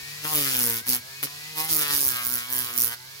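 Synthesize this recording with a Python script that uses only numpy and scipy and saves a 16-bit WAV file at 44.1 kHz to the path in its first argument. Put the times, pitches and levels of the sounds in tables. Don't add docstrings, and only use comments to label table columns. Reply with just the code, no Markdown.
import sys
import numpy as np
from scipy import signal
from scipy.fft import rfft, irfft
from scipy.io import wavfile
from scipy.ndimage import uniform_filter1d, map_coordinates

SR = 44100
rng = np.random.default_rng(int(sys.argv[2]) if len(sys.argv) > 2 else 0)


def store_wav(level_fs):
    pcm = np.round(np.clip(np.atleast_2d(level_fs), -1, 1) * 32767)
    wavfile.write(sys.argv[1], SR, pcm.T.astype(np.int16))


def rack_gain(trim_db):
    fader = np.asarray(trim_db, float)
    return 10 ** (fader / 20)


N = 141120
TIME_S = np.arange(N) / SR
BIN_HZ = np.fft.rfftfreq(N, 1 / SR)


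def unit_rms(x):
    return x / np.sqrt(np.mean(x ** 2) + 1e-20)


def read_db(spectrum, hz):
    point_hz, level_db = np.transpose(spectrum)
    return np.interp(np.log(hz + 1), np.log(point_hz + 1), level_db)


def colour(x, spectrum):
    return irfft(rfft(x) * rack_gain(read_db(spectrum, BIN_HZ)), N)


def slow(count, per_s):
    knots = rng.standard_normal((count, 400))
    coarse = np.arange(0, N, 64)
    rows = [map_coordinates(k, [coarse / SR * per_s], order=3) for k in knots]
    return np.array([np.interp(np.arange(N), coarse, row) for row in rows])


def hiss(grain_db, size):
    grain = np.repeat(np.minimum(rng.exponential(1, N // size + 1), 4), size)[:N]
    return rng.standard_normal((3, N)) * rack_gain(grain_db * grain)


def shaft_orders(turns, orders, wander_db):
    lag_rad, phase_wander_rad = 0.95, 0.1
    drift = slow(count=2 * len(orders), per_s=13.0)
    lag = lag_rad * rng.standard_normal(len(orders)) * [k > 1 for k, _ in orders]
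    total = 0
    for i, (k, level_db) in enumerate(orders):
        level = rack_gain(level_db + wander_db * min(k / 3, 1) * drift[2 * i])
        phase = 2 * np.pi * k * turns + lag[i]
        total = total + level * np.cos(phase + phase_wander_rad * np.sqrt(k) * drift[2 * i + 1])
    return total


def garage(near):
    t60_s, wait_s, level_db, density = 0.12, 0.0045, -10, 0.12
    t = np.arange(SR // 3) / SR
    taps = rng.choice([-1.0, 1.0], (2, len(t))) * (rng.random((2, len(t))) < density)
    taps = taps * rack_gain(-60 * t / t60_s) * (t > wait_s)
    taps = taps / np.linalg.norm(taps, axis=1, keepdims=True)
    return rack_gain(level_db) * signal.fftconvolve(near, taps, axes=1)[:, :N]


# freq_hz, level_db
RUMBLE_SPECTRUM = [(25, -30), (60, -5), (90, 4.5), (200, -6.5), (400, -27)]
# start_s, level_db
PANEL_BUMPS = [(.02, -54), (.13, -61), (0.339, -47), (.57, -48), (.895, -46), (1.71, -44), (1.76, -58),
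               (1.939, -45), (2.06, -42.5), (2.27, -50), (2.79, -57)]


def bumps():
    rumble_db, bump_s, bump_hz = -61.5, 0.009, 62
    level_db = rumble_db - 0.83 * (TIME_S - 2.3) + 1.1 * slow(count=1, per_s=6.9)
    out = rack_gain(level_db) * unit_rms(colour(rng.standard_normal((3, N)), RUMBLE_SPECTRUM))
    for start_s, bump_db in PANEL_BUMPS:
        u = np.maximum(TIME_S - start_s, 0)
        envelope = np.e * u / bump_s * np.exp(-u / bump_s)
        out += rack_gain(bump_db) * envelope * np.sin(2 * np.pi * bump_hz * u)
    return out


# time_s, speed_hz
SHAFT_SPEED = [
    [(0.0, 138.6), (0.12, 146.5), (0.21, 150.5), (0.324, 154.7), (0.366, 150), (0.508, 131), (0.724, 114.5),
     (0.82, 117.3)],
    [(0.85, 126.6), (0.944, 123.7), (0.972, 121.3), (1.114, 135.3), (1.226, 142.1), (1.244, 140.3),
     (1.524, 156.6), (1.56, 155.9)],
    [(1.6, 156.1), (1.706, 161.1), (1.826, 148.5), (2.032, 137.7), (2.064, 132.8), (2.09, 127.6),
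     (2.144, 123.7), (2.22, 121.8)],
    [(2.26, 122.2), (2.338, 125.4), (2.382, 120.4), (2.436, 121.6), (2.496, 126.2), (2.596, 127.1),
     (2.652, 120.0), (2.7, 119)],
    [(2.74, 120.9), (2.784, 123.9), (2.808, 118.9), (2.848, 119.6), (2.876, 117.4), (2.92, 117.5),
     (3.136, 136.7), (3.2, 141.2)],
]


def shaft():
    speed_hz = np.interp(TIME_S, *np.transpose(sum(SHAFT_SPEED, [])))
    return speed_hz, 0.0995 + np.cumsum(speed_hz) / SR


# freq_hz, level_db
FAN_SPECTRUM = [(300, -20), (900, -12.5), (2200, -6), (2900, -4), (4500, 1), (8500, -8.5), (11000, -5),
                (16000, -8)]
# order (multiple of shaft speed), level_db
HUM_ORDERS = [(1, 1), (2, -12), (3, -8.5), (4, -16), (5, -11), (6, -12), (7, -7), (8, -8.5), (9, -12),
              (10, -10), (11, -9), (12, -3), (13, 4), (14, -26), (15, -11), (16, 1), (17, -1), (18, 3)]


def motor(speed_hz, turns):
    fan_db, fan_wander_db, hum_db, speed_power, drift_db_per_s = -38.5, 0.5, -54.5, 2.34, -0.93
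    level = (speed_hz / 150) ** speed_power * rack_gain(drift_db_per_s * TIME_S)
    beat = 1 + 0.093 * np.cos(2 * np.pi * turns)
    fan = unit_rms(colour(hiss(grain_db=-0.6, size=8), FAN_SPECTRUM)) * beat
    fan = fan * rack_gain(fan_db + fan_wander_db * slow(count=1, per_s=12.0))
    hum = rack_gain(hum_db) * shaft_orders(turns, HUM_ORDERS, wander_db=3.5)
    return level * (fan + hum)


# time_s, bite_db, slap_db, ring_db, rub_db (re bite)
DAB_TOUCHES = [
    [(0.22, -58, -66, -64, 10), (0.25, -31, -39, -30.5, 0.5), (0.3, -34.5, -53, -48, 1.5),
     (0.328, -26.5, -40.5, -39, -8), (0.382, -21.5, -35, -40.5, -7), (0.52, -32.5, -47, -40.5, 5.5)],
    [(0.56, -23.5, -44.5, -37, -6), (0.638, -21, -42, -36.5, -10.5), (0.778, -31.5, -48.5, -36.5, 0),
     (0.808, -44.5, -57, -41, 6), (0.82, -55, -50, -68, -2)],
    [(0.86, -44, -61, -71, 5), (0.866, -36, -61, -34.5, -3), (0.892, -21.5, -40, -46, -5.5),
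     (0.96, -25.5, -47, -33.5, -6), (1.0, -64, -59, -50, 18)],
    [(1.22, -59, -73, -80, -1), (1.232, -23.5, -42.5, -29, -10.5), (1.258, -36, -41, -63, 8),
     (1.275, -68, -77, -35, 1)],
]
STROKE_TOUCHES = [
    [(1.55, -40.5, -62, -53, -4), (1.58, -27.5, -44, -39, -4.5), (1.684, -36, -62, -45.5, -3),
     (1.69, -34.5, -52, -40.5, 9)],
    [(1.72, -21, -38.5, -47, -9), (1.824, -26.5, -45.5, -35, -4), (1.872, -35, -52, -35.5, 5),
     (1.938, -26.5, -42.5, -36.5, -1.5), (2.04, -19, -46.5, -45.5, -16), (2.19, -37, -60.5, -36.5, 4)],
    [(2.23, -33, -55, -40.5, -4), (2.252, -27.5, -54.5, -42, -8), (2.358, -24.5, -49, -40.5, -14.5),
     (2.404, -37, -57.5, -38, 5), (2.47, -47, -67, -40.5, 4)],
]
LAST_TOUCHES = [
    [(2.5, -31.5, -54, -40, -6), (2.57, -24, -48, -40.5, -16.5), (2.632, -31, -50.5, -40.5, -4.5),
     (2.684, -40, -58, -39, 6), (2.762, -33, -52, -44, -7)],
    [(2.775, -24, -49, -45, -14.5), (2.821, -19.5, -50, -47, -16), (2.919, -37.5, -57, -35, 0),
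     (2.941, -43.5, -80, -33, 7), (2.97, -70, -96, -60, 5)],
]


def contact():
    gains = np.zeros((4, N))
    dabs = [DAB_TOUCHES[0] + DAB_TOUCHES[1], DAB_TOUCHES[2], DAB_TOUCHES[3]]
    for touch in dabs + [sum(STROKE_TOUCHES + LAST_TOUCHES, [])]:
        time_s, bite_db, slap_db, ring_db, rub_db = np.transpose(sorted(touch))
        down = (TIME_S > time_s[0]) * (TIME_S < time_s[-1])
        for row, level_db in enumerate((bite_db, slap_db, ring_db, bite_db + rub_db)):
            gains[row] += rack_gain(np.interp(TIME_S, time_s, level_db)) * down
    return uniform_filter1d(gains, size=250, axis=1)


# freq_hz, level_db
RUB_SPECTRUM = [(300, -22.5), (1000, -17.5), (2000, -14.5), (3000, -10), (5000, -3), (8200, -10),
                (11000, -2), (15500, -8)]


def drag(turns):
    swell = 1 + 0.37 * np.cos(2 * np.pi * turns)
    wander = rack_gain(2.0 * slow(count=1, per_s=30.0))
    return unit_rms(colour(hiss(grain_db=3.0, size=3) * wander * swell, RUB_SPECTRUM))


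# freq_hz, level_db
GRIT_SPECTRUM = [(1500, -22.5), (4000, -26), (5600, -11.5), (8000, -16), (10000, -3.5), (12500, -4.5),
                 (14800, 0), (16000, -9.5)]


def scrape(turns, luck):
    width_turns, jitter_turns, width_db, turn_db, colour_db = 0.117, 0.035, 0.61, 1.6, 2
    place = (turns + 0.5) % 1 - 0.5 - jitter_turns * luck[0]
    width = width_turns * np.where(place > 0, 1.3, 0.9) * rack_gain(width_db * luck[1])
    burst = np.exp(-0.5 * (place / width) ** 2) * rack_gain(turn_db * luck[2])
    spectrum = rfft(colour(hiss(grain_db=1.5, size=8) * burst, GRIT_SPECTRUM))
    total = 0
    for mid_hz, chance in zip((2000, 6000, 10500, 15000), luck[3:7]):
        band = irfft(spectrum * np.exp(-0.5 * ((BIN_HZ - mid_hz) / 2000) ** 2), N)
        total = total + band * uniform_filter1d(rack_gain(colour_db * chance), size=60)
    return unit_rms(total)


# freq_hz, level_db
SLAP_SPECTRUM = [(110, 9.5), (250, 18), (310, 11), (450, 12.5), (600, 3.5), (900, -23)]
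RING_SPECTRUM = [(500, -21), (750, -11), (1000, -8), (1400, -7), (1800, -6), (2300, -2), (3000, 2),
                 (4800, -7)]
# time_s, peak_hz, lift_db, thump_db (once a turn), treble_db
PANEL_SPOTS = [(.24, 1240, -2, -3, -10), (.3, 790, 22, -1, -3.5), (.38, 970, -0.5, -6, 7.5),
               (.47, 1440, 13, 2.5, 2), (.56, 1550, 1.5, 3, 2), (.63, 1000, 0, 3, -11.5),
               (.75, 1450, 0, 5, -8), (.93, 1580, -2, -1.5, -8), (1.25, 1304, 5, -3, 0),
               (1.57, 949.7, 14.5, -6, 2.5), (1.66, 960, 16, 4, 0), (1.759, 1006, 11, -10, -9),
               (1.81, 1520, 7.5, -6, -0.5), (1.9, 1348, 9.5, 2, 0.5), (1.98, 1290, 6.5, -10, -4.5),
               (2.06, 1000, 11, -4, -4.5), (2.15, 1493, 7.5, 14, -0.5), (2.3, 1299, 4, -4.5, -8.5),
               (2.39, 1501, 6, 7, -5), (2.47, 1230, 3, -3, -8.5), (2.57, 1306, 5, -2, -3.5),
               (2.65, 1249, 5.5, 9, -3.5), (2.73, 1520, 6.5, -6, -7), (2.8, 1095, 8.5, 3, -2),
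               (2.88, 1161, 4, 7, -5.5), (2.95, 1711, 3, 4, -16.5)]


def panel(speed_hz, turns):
    peak_octaves, treble_hz = 0.4, 2300
    time_s, *spot = np.transpose(PANEL_SPOTS)
    peak_hz, lift_db, thump_db, treble_db = (np.interp(TIME_S, time_s, v) for v in spot)
    thud = [(k, read_db(SLAP_SPECTRUM, k * speed_hz) + thump_db * (k == 1)) for k in range(1, 5)]
    tone = []
    for k in range(4, 36):
        octaves_off = np.log2(k * speed_hz / peak_hz)
        peak_db = lift_db * np.exp(-0.5 * (octaves_off / peak_octaves) ** 2)
        shelf_db = treble_db / (1 + (treble_hz / (k * speed_hz)) ** 6)
        tone.append((k, read_db(RING_SPECTRUM, k * speed_hz) + peak_db + shelf_db))
    slap = shaft_orders(turns, thud, wander_db=2.5)
    ring = shaft_orders(turns - 0.03, tone, wander_db=2.8)
    return unit_rms(slap), unit_rms(ring)


def pad(speed_hz, turns):
    bite_gain, slap_gain, ring_gain, rub_gain = contact()
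    luck = rng.standard_normal((600, 8))[np.floor(turns + 0.5).astype(int)].T
    uneven = uniform_filter1d(rack_gain(1.0 * luck[7]), size=120)
    slap, ring = panel(speed_hz, turns)
    grit = bite_gain * scrape(turns, luck) + rub_gain * drag(turns)
    return grit + uneven * (slap_gain * slap + ring_gain * ring)


# freq_hz, lead_rad
PORT_LEAD = [(0, .3), (300, .45), (1210, 1.4), (2400, 2.4), (3300, 4.3), (8180, 8), (11300, 8), (16400, 19)]
# freq_hz, tilt_db
PORT_TILT = [(40, -9), (90, -4), (200, 1.5), (1000, -1), (2200, 4), (4500, -11), (8000, 0), (12000, -7)]
# freq_hz, share_db
PORT_SCATTER = [(40, 27), (90, 0.5), (170, -8.5), (700, -2.5), (2000, 8), (4500, 13), (9000, -9),
                (14000, 10.5)]


def ports(sources):
    pan_db_per_s = -1.3
    side = np.array([[0.5], [-0.5]])
    x = rfft(sources)
    share = rack_gain(read_db(PORT_SCATTER, BIN_HZ))
    mixed = (x[0] + share * x[1:]) / np.sqrt(1 + share ** 2)
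    mixed = mixed * np.exp(1j * side * np.interp(BIN_HZ, *np.transpose(PORT_LEAD)))
    near = irfft(mixed * rack_gain(side * read_db(PORT_TILT, BIN_HZ)), N)
    return near * rack_gain(side * pan_db_per_s * (TIME_S - 4.5))


def scene():
    speed_hz, turns = shaft()
    near = ports(bumps() + motor(speed_hz, turns) + pad(speed_hz, turns))
    return near + garage(near)


def roll_off(x):
    return signal.sosfilt(signal.butter(12, 16820, fs=SR, output="sos"), x)


def record(dry):
    limit, edge_hz = 1.4, 15950
    soft = limit * np.tanh(dry / limit)
    lowpass = signal.firwin(901, edge_hz, window=("kaiser", 8), fs=SR)
    mix = signal.oaconvolve(soft, lowpass[None], "same")
    return roll_off(mix)


dry = scene()
out = record(dry)
store_wav(out)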